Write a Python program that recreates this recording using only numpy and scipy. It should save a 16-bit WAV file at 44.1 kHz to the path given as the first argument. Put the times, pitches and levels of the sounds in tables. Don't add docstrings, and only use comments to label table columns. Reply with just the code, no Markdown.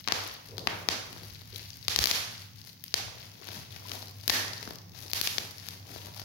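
import sys
import numpy as np
from scipy import signal
from scipy.fft import rfft, irfft
from scipy.io import wavfile
from scipy.ndimage import uniform_filter1d

SR = 44100
rng = np.random.default_rng(int(sys.argv[2]) if len(sys.argv) > 2 else 0)


def generate_wav(signal):
    frames = np.transpose(np.atleast_2d(signal))
    scaled = np.clip(frames, -1, 1) * 32767
    pcm = np.round(scaled).astype(np.int16)
    wavfile.write(sys.argv[1], SR, pcm)


def linear_from_db(decibels):
    return 10 ** (np.asarray(decibels, float) / 20)


N = 275184
START_DELAY_S = 0.0007


def evened(x):
    return x / np.sqrt(np.mean(x ** 2) + 1e-20)


def read(points, hz):
    f, value = np.transpose(points)
    return np.interp(np.log(hz + 1), np.log(f + 1), value)


def causal(gain_db):
    mirrored_db = np.r_[gain_db, gain_db[-2:0:-1]]
    log_gain = np.log(linear_from_db(np.maximum(mirrored_db, -100)))
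    return np.fft.ifft(np.exp(np.conj(signal.hilbert(log_gain)))).real[:len(gain_db) - 1]


def band(x, lo_hz, hi_hz):
    return signal.sosfilt(signal.butter(2, [lo_hz, hi_hz], "bandpass", fs=SR, output="sos"), x)


def add(mix, s, sound):
    part = mix[round((s + START_DELAY_S) * SR):][:len(sound)]
    part += sound[:len(part)]


def joined(levels_db, rest_db):
    return np.sqrt((linear_from_db(levels_db) ** 2).sum(0) + linear_from_db(rest_db) ** 2)


# hz, likeness (0 to 1)
HUM_LIKENESS = [(60, 0.88), (150, 0.89), (400, 0.57), (1000, 0.22)]


def spread_noise(power):
    likeness = np.clip(read(HUM_LIKENESS, np.fft.rfftfreq(N, 1 / SR)), -1, 1)
    left, other = rfft(rng.standard_normal((2, N)))
    right = likeness * left + np.sqrt(1 - likeness ** 2) * other
    return evened(irfft(np.array([left, right]) * np.sqrt(power), N))


# hz, level_db (per Hz)
HUM_COLOUR = [(82, -20), (140, 4), (280, -5.5), (1590, -83), (1980, -23), (2770, -41), (5020, -24),
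              (6120, -16), (7910, -53), (12500, -30), (15800, -14)]


def hum_floor():
    hz = np.fft.rfftfreq(N, 1 / SR)
    return linear_from_db(-55.5) * spread_noise(linear_from_db(read(HUM_COLOUR, hz)) ** 2)


def steadied(x, share):
    power = uniform_filter1d(uniform_filter1d((x ** 2).mean(0), size=5000), size=5000)
    return evened(x / (abs(power) + 0.03) ** (share / 2))


# pitch_hz, width_hz, level_db
MOTOR_TONES = [(99.15, 4.9, 2), (169.3, 3.26, -8), (109, 28.4, -9), (73.6, 25, -16.5)]
# time_s, level_db
DRONE_SWELL = [(0.0, -61.5), (0.21, -50), (0.42, -63), (0.52, -47.5), (0.82, -47.5), (1.02, -52),
               (1.36, -49), (2.59, -51), (2.82, -63), (3.04, -48), (3.42, -57), (3.6, -47), (4.05, -54),
               (4.19, -48.5), (5.49, -51), (5.61, -53.5), (6.01, -47), (6.24, -51)]


def drone(jolt):
    hz = np.fft.rfftfreq(N, 1 / SR)
    tones = sum(linear_from_db(db) ** 2 * np.exp(-2 * ((hz - pitch_hz) / width_hz) ** 2)
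                for pitch_hz, width_hz, db in MOTOR_TONES)
    level = linear_from_db(np.interp(np.arange(N) / SR, *np.transpose(DRONE_SWELL))) + jolt
    return level * steadied(spread_noise(tones), 0.53)


def rumble(jolt):
    deep = np.exp(-2 * ((np.fft.rfftfreq(N, 1 / SR) - 58) / 18) ** 2)
    level = linear_from_db(np.interp(np.arange(N) / SR, [1.7, 1.8], [-75, -91.5])) + linear_from_db(-12) * jolt
    return linear_from_db(11.5) * level * spread_noise(deep)


# middle_s, level_db, length_s
FLOOR_JOLT = (2.005, -30, 0.052)


def hum():
    middle_s, db, length_s = FLOOR_JOLT
    jolt = linear_from_db(db) * np.exp(-(2 * (np.arange(N) / SR - middle_s) / length_s) ** 2)
    return hum_floor() + drone(jolt) + rumble(jolt)


# hz, level_db
MIC_RESPONSE = [(90, -70), (150, -5.5), (260, -1), (740, -0.5), (1600, -1), (3000, 1), (4700, 4.5),
                (6200, -0.5), (8300, -16), (10500, -9.5), (12500, -8), (15600, -13)]


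def microphone_db(hz):
    return read(MIC_RESPONSE, hz)


def grains(lo_hz, hi_hz, per_s, spread_db, cycles, brush):
    clumps = linear_from_db(4.5 * evened(uniform_filter1d(rng.standard_normal(N), 900)))
    happens = rng.random(N) < clumps * per_s / SR
    size = linear_from_db(spread_db * np.minimum(rng.exponential(1, N), 5)) * happens
    pitches, t = np.geomspace(lo_hz, hi_hz, 8), np.arange(600) / SR
    kind = rng.integers(0, len(pitches), N)
    creases = np.zeros(N)
    for k, hz in enumerate(pitches):
        ring = np.sqrt(hz) * np.sin(2 * np.pi * hz * t) * np.exp(-hz * t / cycles)
        creases += signal.oaconvolve(size * (kind == k), ring)[:N]
    brushing = band(rng.standard_normal(N), 0.48 * lo_hz, min(hi_hz, SR / 2.2))
    colour = causal(microphone_db(np.fft.rfftfreq(2048, 1 / SR)))
    return evened(signal.oaconvolve(evened(creases) + brush * evened(brushing), colour)[:N])


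# loudest_s, build_up_s, drag_db, slack_rustle_db
SLIDE_MOVES = [(0.14, 0.04, -63, -42.5), (0.51, .03, -64, -60), (0.6, 0.046, -44, -50.5),
               (0.7, 0.026, -46, -41), (0.89, 0.024, -46, -68), (1.2, 0.32, -51.5, -74),
               (2.0, 0.072, -38, -72), (2.64, 0.11, -80, -63.5), (3.0, 0.031, -77, -47),
               (3.53, 0.18, -56, -50.5), (3.95, 0.15, -52.5, -48), (4.29, 0.011, -37.5, -36.5),
               (4.67, 0.12, -47, -71), (5.04, 0.13, -59, -55), (5.39, 0.04, -47.5, -51),
               (5.72, 0.078, -56.5, -57.5), (5.91, 0.054, -50.5, -56), (6.04, .06, -54, -56)]


def slides(column):
    rows = np.transpose(SLIDE_MOVES)[:, :, None]
    t = np.arange(N) / SR - rows[0]
    shape_db = np.where(t < 0, 12 * t / rows[1], -85 * t)
    return joined(rows[column] + shape_db, -96)


# middle_s, length_s, effort_db, tautness_db
HAND_STROKES = [(0.0, 0.029, -47, 4), (0.226, 0.26, -41.5, -6), (0.493, 0.13, -55.5, 0.5),
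                (0.76, 0.27, -60, 11.5), (1.18, 0.6, -52, 0.5), (1.571, 0.2, -49.5, 0),
                (1.832, 0.9, -57.5, 2.5), (2.35, 0.22, -49.5, -1.5), (2.59, 0.058, -58, 4.5),
                (2.677, 0.059, -55, 8.5), (2.984, 0.23, -53, -17), (3.22, 0.24, -53, 0),
                (3.526, 0.25, -46, -1), (3.755, 0.096, -47.5, -2.5), (3.934, 0.19, -46, 2.5),
                (4.293, 0.42, -57, 6), (4.624, 0.21, -47.5, -1.5), (4.974, 0.085, -50.5, 0),
                (5.04, 0.11, -60, 12), (5.308, 0.28, -56, 17), (5.655, 0.23, -50.5, 2),
                (5.746, 0.091, -55, 4), (5.952, 0.17, -47, 2.5), (6.056, 0.1, -50.5, 3.5),
                (6.19, 0.11, -50.5, 2)]
REST_DB = -67.5


def crinkle():
    middle_s, length_s, effort_db, taut_db = np.transpose(HAND_STROKES)[:, :, None]
    shape_db = -10 * abs(2 * (np.arange(N) / SR - middle_s) / length_s) ** 1.58
    mid = joined(effort_db + shape_db, REST_DB)
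    high = joined(effort_db + taut_db + shape_db, REST_DB - 1)
    crackle = grains(2000, 6500, 1000, 4.1, 1.1, 0.15)
    fizz = grains(10000, 15500, 750, 3.4, 1.0, 0.3)
    rustle = grains(410, 1200, 350, 4.5, 1.4, 0.3)
    clicks = grains(3000, 15000, 120, 3, 0.3, 0.02)
    return mid * crackle + high * fizz + slides(column=3) * rustle + linear_from_db(-11) * np.sqrt(mid * high) * clicks


def shock(peak_db, bass_db, treble_db, ring_hz, ring_db, ring_share):
    hz = np.fft.rfftfreq(2048, 1 / SR)
    low = 1 / (1 + (hz / 1700) ** 4)
    high = 1 / (1 + (9500 / (hz + 1)) ** 8)
    ring = ring_db / (1 + ((hz - ring_hz) / (ring_share * ring_hz)) ** 2)
    pulse = causal(microphone_db(hz) + (bass_db + 16) * low + (treble_db + 16) * high + ring)
    return linear_from_db(peak_db + 25) * pulse / np.linalg.norm(band(pulse, 2500, 7000))


def scattered(pulse, chance, scatter_db, t60=0.013):
    t = np.arange(len(chance)) / SR
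    folds = linear_from_db(scatter_db - 60 * t / t60) * np.clip(chance, -2, 2) ** 3 * (t > 0.0005)
    folds[0] = 1
    return np.convolve(pulse, folds)


# time_s, peak_db
THIN_TICKS = [(0.2755, -28.5), (0.3165, -47), (0.3397, -33), (0.4595, -39.5), (1.1283, -35),
              (1.3355, -38.5), (1.5655, -33), (1.581, -31), (1.7695, -36), (1.8413, -40), (2.56, -43),
              (3.2128, -43), (3.4713, -34), (3.5451, -35), (3.5695, -42), (3.724, -44), (3.7436, -42),
              (3.8932, -34), (3.9172, -51), (3.933, -32), (4.0976, -41), (4.2036, -43), (4.705, -34),
              (4.756, -34.5), (2.808, -50), (2.824, -48), (5.0987, -35), (6.0686, -36), (6.1614, -36),
              (6.1987, -30.5),
              (0.009, -42.0), (0.06, -44.0), (0.3205, -38.0), (0.3344, -40.0), (0.4716, -41.0),
                (0.487, -44), (0.662, -45), (0.801, -42.0), (0.8289, -48), (1.2326, -42.5), (1.299, -41),
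                (1.3428, -46), (1.4092, -46.0), (1.4171, -41), (1.6899, -40), (2.3366, -46), (2.419, -43),
                (2.4645, -53), (2.5137, -50.0), (2.5888, -48), (2.7303, -41), (2.7428, -51), (2.7954, -50),
                (3.1536, -43), (3.199, -39.0), (3.4879, -36.0), (3.5174, -39), (3.5296, -43), (3.57, -38),
                (3.7607, -38), (3.7781, -44), (3.8321, -42), (3.9502, -36), (3.9913, -40), (4.0246, -39),
                (4.057, -37), (4.0824, -38), (4.1099, -38), (4.167, -44), (4.2108, -42.0), (4.26, -38),
                (4.6892, -38.0), (4.7339, -38), (4.7482, -48), (4.8167, -51), (4.8938, -45.0),
                (4.9879, -36.0), (5.0035, -37), (5.0214, -38), (5.1058, -32), (5.5097, -39), (5.5156, -37),
                (5.5822, -38), (5.7076, -39), (5.9611, -43), (6.1278, -44), (6.1373, -44), (6.1453, -39)]


def ticks():
    near = np.zeros(N)
    for s, peak_db in THIN_TICKS:
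        pulse = shock(peak_db - 15, -28, -6, rng.uniform(11000, 15000), 5, 0.1)
        add(near, s, scattered(pulse, rng.standard_normal(300), -24))
    return near


# time_s, peak_db, ring_hz
DRY_SNAPS = [(0.0416, -33, 4230), (0.569, -36, 4400), (0.5805, -21.5, 4240), (0.5925, -28, 4340),
             (1.305, -36.5, 4530), (1.3477, -35, 4300), (1.3923, -41, 4070), (1.5596, -25, 3860),
             (1.6566, -36, 4530), (1.703, -31.5, 6040), (1.7317, -36, 4610), (1.758, -41, 4700),
             (1.827, -34, 4340), (2.379, -33.5, 4900), (2.584, -41.5, 4750), (2.615, -34.5, 4930),
             (2.7294, -47, 4820), (2.776, -47, 3800), (2.807, -44, 4820), (2.8803, -32.5, 5440),
             (2.924, -39, 4500), (3.3163, -40, 5430), (3.505, -38, 3520), (3.7062, -38, 3660),
             (4.0714, -35.5, 4600), (4.5784, -31, 5100), (4.7566, -35, 5500), (4.785, -35.5, 5400),
             (4.9187, -42, 5530), (5.5818, -34, 5160),
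             (0.313, -36, 5360), (0.4561, -41, 4570), (0.487, -42, 5300), (0.509, -40, 5510),
                  (1.238, -42, 5210), (1.2995, -39, 5810), (1.3577, -46, 5080), (1.411, -41, 3880),
                  (1.5457, -34.0, 4650), (1.629, -33, 4300), (1.6847, -41.0, 4530), (1.7406, -38.0, 5040),
                  (1.8328, -41, 4260), (1.8489, -35, 5770), (2.419, -36.0, 4480), (2.485, -46.0, 3140),
                  (2.5334, -45, 5770), (2.5577, -45, 3600), (2.589, -41, 5120), (2.692, -37, 4240),
                  (2.6972, -38, 4120), (2.7956, -49.0, 5770), (2.862, -42, 2540), (2.9074, -43.0, 4740),
                  (3.184, -41, 3620), (3.3375, -45, 4350), (3.518, -42, 5000), (3.5454, -37, 4260),
                  (3.556, -38, 5250), (3.7183, -44, 2610), (3.7239, -34.5, 3450), (3.8004, -41, 4780),
                  (3.894, -31, 4960), (4.021, -33, 4220), (4.0824, -39, 5300), (4.0931, -37, 4820),
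                  (4.1103, -45, 3880), (4.1434, -47, 5250), (4.1981, -41.0, 3060), (4.211, -39, 5250),
                  (4.4802, -27, 5470), (4.7486, -39.0, 5510), (4.8165, -46.0, 6070), (4.8942, -46.0, 5120),
                  (4.961, -38, 4870), (4.9763, -37.0, 5200), (4.9881, -36.0, 5340), (5.0807, -34, 5600),
                  (5.5097, -35, 5700), (5.598, -34.5, 5380), (5.6317, -43, 5380), (5.7076, -37, 4360),
                  (5.7979, -42, 4520), (5.9478, -34.5, 4800), (5.9615, -37, 5040), (6.1376, -43, 5130),
                  (6.1453, -42, 5080), (6.226, -39, 4740)]
# time_s, peak_db, bass_db
LAYERED_FOLDS = [(1.1282, -33, -7), (1.2333, -37, -5), (1.246, -39, -11), (1.4164, -40, -2.5),
                 (2.641, -40, -31), (3.2666, -40.5, -10), (3.4873, -30.5, -0.5), (3.5695, -37, 0),
                 (3.762, -32, -11), (3.883, -35, -16), (4.026, -30, -5.5), (4.2365, -38, -5),
                 (4.533, -24, -20), (4.628, -27, -10), (4.7076, -30.5, 2), (4.7332, -45, -16),
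                 (4.9497, -40, -4.5), (5.062, -36, -10), (5.0994, -33, -6), (5.1142, -27, -22),
                 (5.2336, -38, -14), (5.707, -44, -22), (5.9335, -39, -11), (6.1645, -35.5, -4),
                 (6.1959, -27.5, -8.5), (6.2163, -33.5, -2),
                 (0.5813, -34, 7), (1.163, -43.5, 11), (4.675, -33.5, 7.5), (4.689, -47, 3), (5.073, -48, 6),
              (5.632, -44, -1), (5.960, -41.5, 12), (6.069, -36, -2), (6.084, -44, 5), (6.179, -39, -3)]


def snaps():
    near, sent = np.zeros((2, N))
    creases = [(s, db, -34, hz) for s, db, hz in DRY_SNAPS]
    for s, db, bass_db in LAYERED_FOLDS:
        creases.append((s, db, bass_db, 4750 * (1 + 0.12 * rng.uniform(-0.34, 1))))
    for s, peak_db, bass_db, ring_hz in creases:
        pulse = shock(peak_db - 10.5, bass_db, -12.5, ring_hz, 9.3, 0.21)
        add(near, s, scattered(pulse, rng.standard_normal(300), -25))
        add(sent, s, pulse)
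    return near, sent


# time_s, peak_db, treble_db, cavity_ring_hz, sent_to_walls_db
BUBBLE_POPS = [(0.0751, -30.5, -26, 1710, 9.5), (0.0759, -29, -26, 5400, -10),
               (0.0846, -24.5, -19.5, 5280, 1), (0.1216, -15.5, -19.5, 4350, 0.5),
               (0.6718, -20.5, -23, 1910, 0.5), (0.6729, -30.5, -18, 5400, 4.5),
               (0.887, -14, -20, 5130, 1.5), (1.8817, -15.5, -14.5, 3720, 4),
               (1.9608, -10.5, -13, 4970, -0.5), (1.9886, -6.5, -11.5, 5600, 2),
               (2.0398, -7, -10.5, 4730, -8), (2.0566, -5, -7.5, 4150, -2), (2.0713, -13, -10, 4200, 1),
               (2.1123, -11.5, -12, 3880, -2), (2.8387, -48, 4, 7700, 8.5), (2.8393, -42, 1.5, 2960, -1),
               (2.9408, -11, -15.5, 5130, -2.5), (3.9168, -32, -27, 3000, 1),
               (4.2783, -9, -4.5, 4870, -1.5), (4.2968, -6.5, -23, 4830, -17),
               (4.3007, -16.5, -12, 1810, 9.5), (4.3007, -16, -3, 4000, -2.5),
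               (5.1332, -18.5, -7, 4970, 5.5), (5.2129, -16.5, -4, 4400, 4.5),
               (5.2733, -22, -14, 2790, -1.5), (5.3822, -21.5, -20, 4100, -0.5),
               (5.686, -34.5, -7, 5940, 1)]
PILE_BASS_DB, LIFTED_BASS_DB, LIFT_S = -12, -17.5, 1.4


def pops():
    near, sent = np.zeros(N), np.zeros((2, N))
    t = np.arange(1800) / SR
    puff = linear_from_db(-11.5) * np.sin(2 * np.pi * 85 * t) * t / 0.012 * np.exp(1 - t / 0.0051)
    for k, (s, peak_db, treble_db, ring_hz, wall_db) in enumerate(BUBBLE_POPS):
        on_pile = s < LIFT_S
        deep_db = 9 * max(np.log2(4200 / ring_hz), 0)
        bass_db = (PILE_BASS_DB if on_pile else LIFTED_BASS_DB) - 0.17 * (treble_db + 30)
        damped = 0.11 * deep_db * on_pile
        narrow = 0.16 / (1 + deep_db / 22)
        direct = shock(peak_db + 1, bass_db, treble_db, ring_hz, 2 + deep_db, narrow + damped)
        add(near, s, scattered(direct, rng.standard_normal(300), -30))
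        add(near, s, linear_from_db(peak_db + wall_db) * puff)
        to_walls = shock(peak_db + wall_db - 6.5, bass_db, 0.77 * treble_db - 5, ring_hz,
                         deep_db + 14 * damped, narrow + 1.38 * damped)
        add(sent[k % len(sent)], s, to_walls)
    return near, sent


# start_s, length_s, level_db, pitch_hz
PILE_GROANS = [
    (0.477, 0.22, -52.5, 420),
    (.81, 0.056, -53, 600),
    (1.52, 0.087, -57, 400),
    (3.55, 0.055, -48.5, 189),
    (4.3, 0.14, -50, 246),
]


def groans():
    out = np.zeros(N)
    for s, length_s, db, hz in PILE_GROANS:
        u = np.arange(SR // 2) / SR / length_s
        rub = evened(band(rng.standard_normal(len(u)), 0.8 * hz, 1.2 * hz))
        add(out, s, linear_from_db(db - 4.6 * u ** 3) * np.minimum(u / 0.1, 1) * rub)
    return out


def drag():
    rub = grains(190, 480, 300, 2.0, 2.0, 1.0)
    return linear_from_db(-4) * slides(column=2) * rub + groans()


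# time_s, level_db, pitch_hz, t60_s
HOLLOW_TAP = (3.853, -35, 1000, .05)


def knock():
    near, t = np.zeros(N), np.arange(3000) / SR
    s, db, hz, t60 = HOLLOW_TAP
    add(near, s, linear_from_db(db - 60 * t / t60) * np.sin(2 * np.pi * hz * t) * np.minimum(t / 0.002, 1))
    return near


# hz, t60_s
ROOM_DECAY = [(200, 0.56), (600, 0.76), (1500, 0.78), (4000, 0.6), (9000, 0.61), (15000, 0.39)]
# delay_s, left_db, right_db
FIRST_ECHOES = [
    (.0052, -20, -30),
    (.0138, -21, -14),
    (.0195, -20, -19),
    (.024, -24, -19),
    (.0372, -18, -22),
]
# hz, tilt_db
WALL_TILT = [(300, 0.5), (4000, 0.5), (8000, 4), (14000, 1.5)]


def room(x):
    taps = np.zeros((2, SR))
    at = np.arange(0, SR - 10, 10) + rng.integers(0, 10, (2, SR // 10 - 1))
    t = at / SR
    chance = np.clip(rng.standard_normal(at.shape), -3, 2)
    uneven = linear_from_db(4 * np.exp(-t / 0.05) * chance)
    arrived = 0.3 * (t > 0.002) + 0.4 * np.clip((t - 0.0105) / 0.003, 0, 1)
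    arrived += 0.35 * np.clip((t - 0.014) / 0.012, 0, 1)
    np.put_along_axis(taps, at, rng.choice([-1.0, 1.0], at.shape) * uneven * arrived, 1)
    hz, t, z = signal.stft(taps, SR, nperseg=256)
    decay = linear_from_db(-60 * t / read(ROOM_DECAY, hz)[:, None])
    tail = signal.istft(z * decay, SR, nperseg=256)[1][:, :SR]
    tail = tail / np.linalg.norm(tail, axis=1, keepdims=True)
    for s, left_db, right_db in FIRST_ECHOES:
        tail[:, round(s * SR)] += linear_from_db([left_db, right_db])
    tilt_db = read(WALL_TILT, np.fft.rfftfreq(256, 1 / SR))
    tail = np.array([np.convolve(side, causal(sign * tilt_db)) for side, sign in zip(tail, (-1, 1))])
    return signal.fftconvolve(x[None], tail, axes=1)[:, :N]


# hz, level_db
BODY_SHADOW = [(200, -13), (800, -11), (1700, -8), (2800, -15), (4000, -22), (5500, -18), (7700, -10),
               (14000, -21)]
LAG = 20


def ports(x):
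    paths = scattered(np.ones(1), rng.standard_normal(300), -19, 0.022)
    own_db = 20 * np.log10(abs(rfft(paths, 4096)) + 0.05)
    shadow_db = read(BODY_SHADOW, np.fft.rfftfreq(4096, 1 / SR))
    smear = np.convolve(paths, causal(shadow_db - own_db))[:500]
    right = signal.oaconvolve(x, linear_from_db(-2) * np.r_[np.zeros(LAG), smear])[:N]
    return np.array([x, right])


def scene():
    machine, film = hum(), crinkle()
    thin = ticks()
    creases, creases_sent = snaps()
    near, sent = pops()
    bumps = drag()
    small = thin + creases + knock()
    small_sent = linear_from_db(-9) * creases_sent
    echoes = room(small_sent + linear_from_db(-7.5) * film + linear_from_db(-18.5) * bumps)
    echoes = echoes + linear_from_db(-5) * sum(map(room, sent))
    steady = ports(small + linear_from_db(1.5) * film) + linear_from_db([[1.5], [-2.5]]) * bumps + echoes + machine
    edge = signal.firwin(401, 15900, window=("kaiser", 9), fs=SR)
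    return ports(near) + signal.oaconvolve(steady, edge[None], "same")


def excess(level_db, climb_db_per_s):
    climb = np.arange(N) * climb_db_per_s / SR
    return np.maximum(np.maximum.accumulate(level_db + climb) - climb, 0)


def roll_off(x):
    return signal.sosfilt(signal.butter(12, 17140, fs=SR, output="sos"), x)


AHEAD = 250


def record(dry):
    level_db = 20 * np.log10(abs(dry).max(0) + 1e-6)
    late_db = signal.lfilter(np.ones(60) / 60, 1, excess(level_db + 21.5, 756))
    over_db = excess(level_db + 1, 337)
    foreseen_db = np.r_[over_db[AHEAD:], np.zeros(AHEAD)]
    early_db = uniform_filter1d(np.maximum(over_db, foreseen_db), size=120)
    held = 0.89 * np.tanh(dry / linear_from_db(0.13 * late_db + 0.41 * early_db) / 0.92)
    top = signal.firwin(401, 16450, window=("kaiser", 9), fs=SR)
    held = signal.oaconvolve(held, top[None], "same")
    held = signal.sosfilt(signal.butter(2, 48, "highpass", fs=SR, output="sos"), held)
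    return roll_off(held)


dry = scene()
out = record(dry)
generate_wav(out)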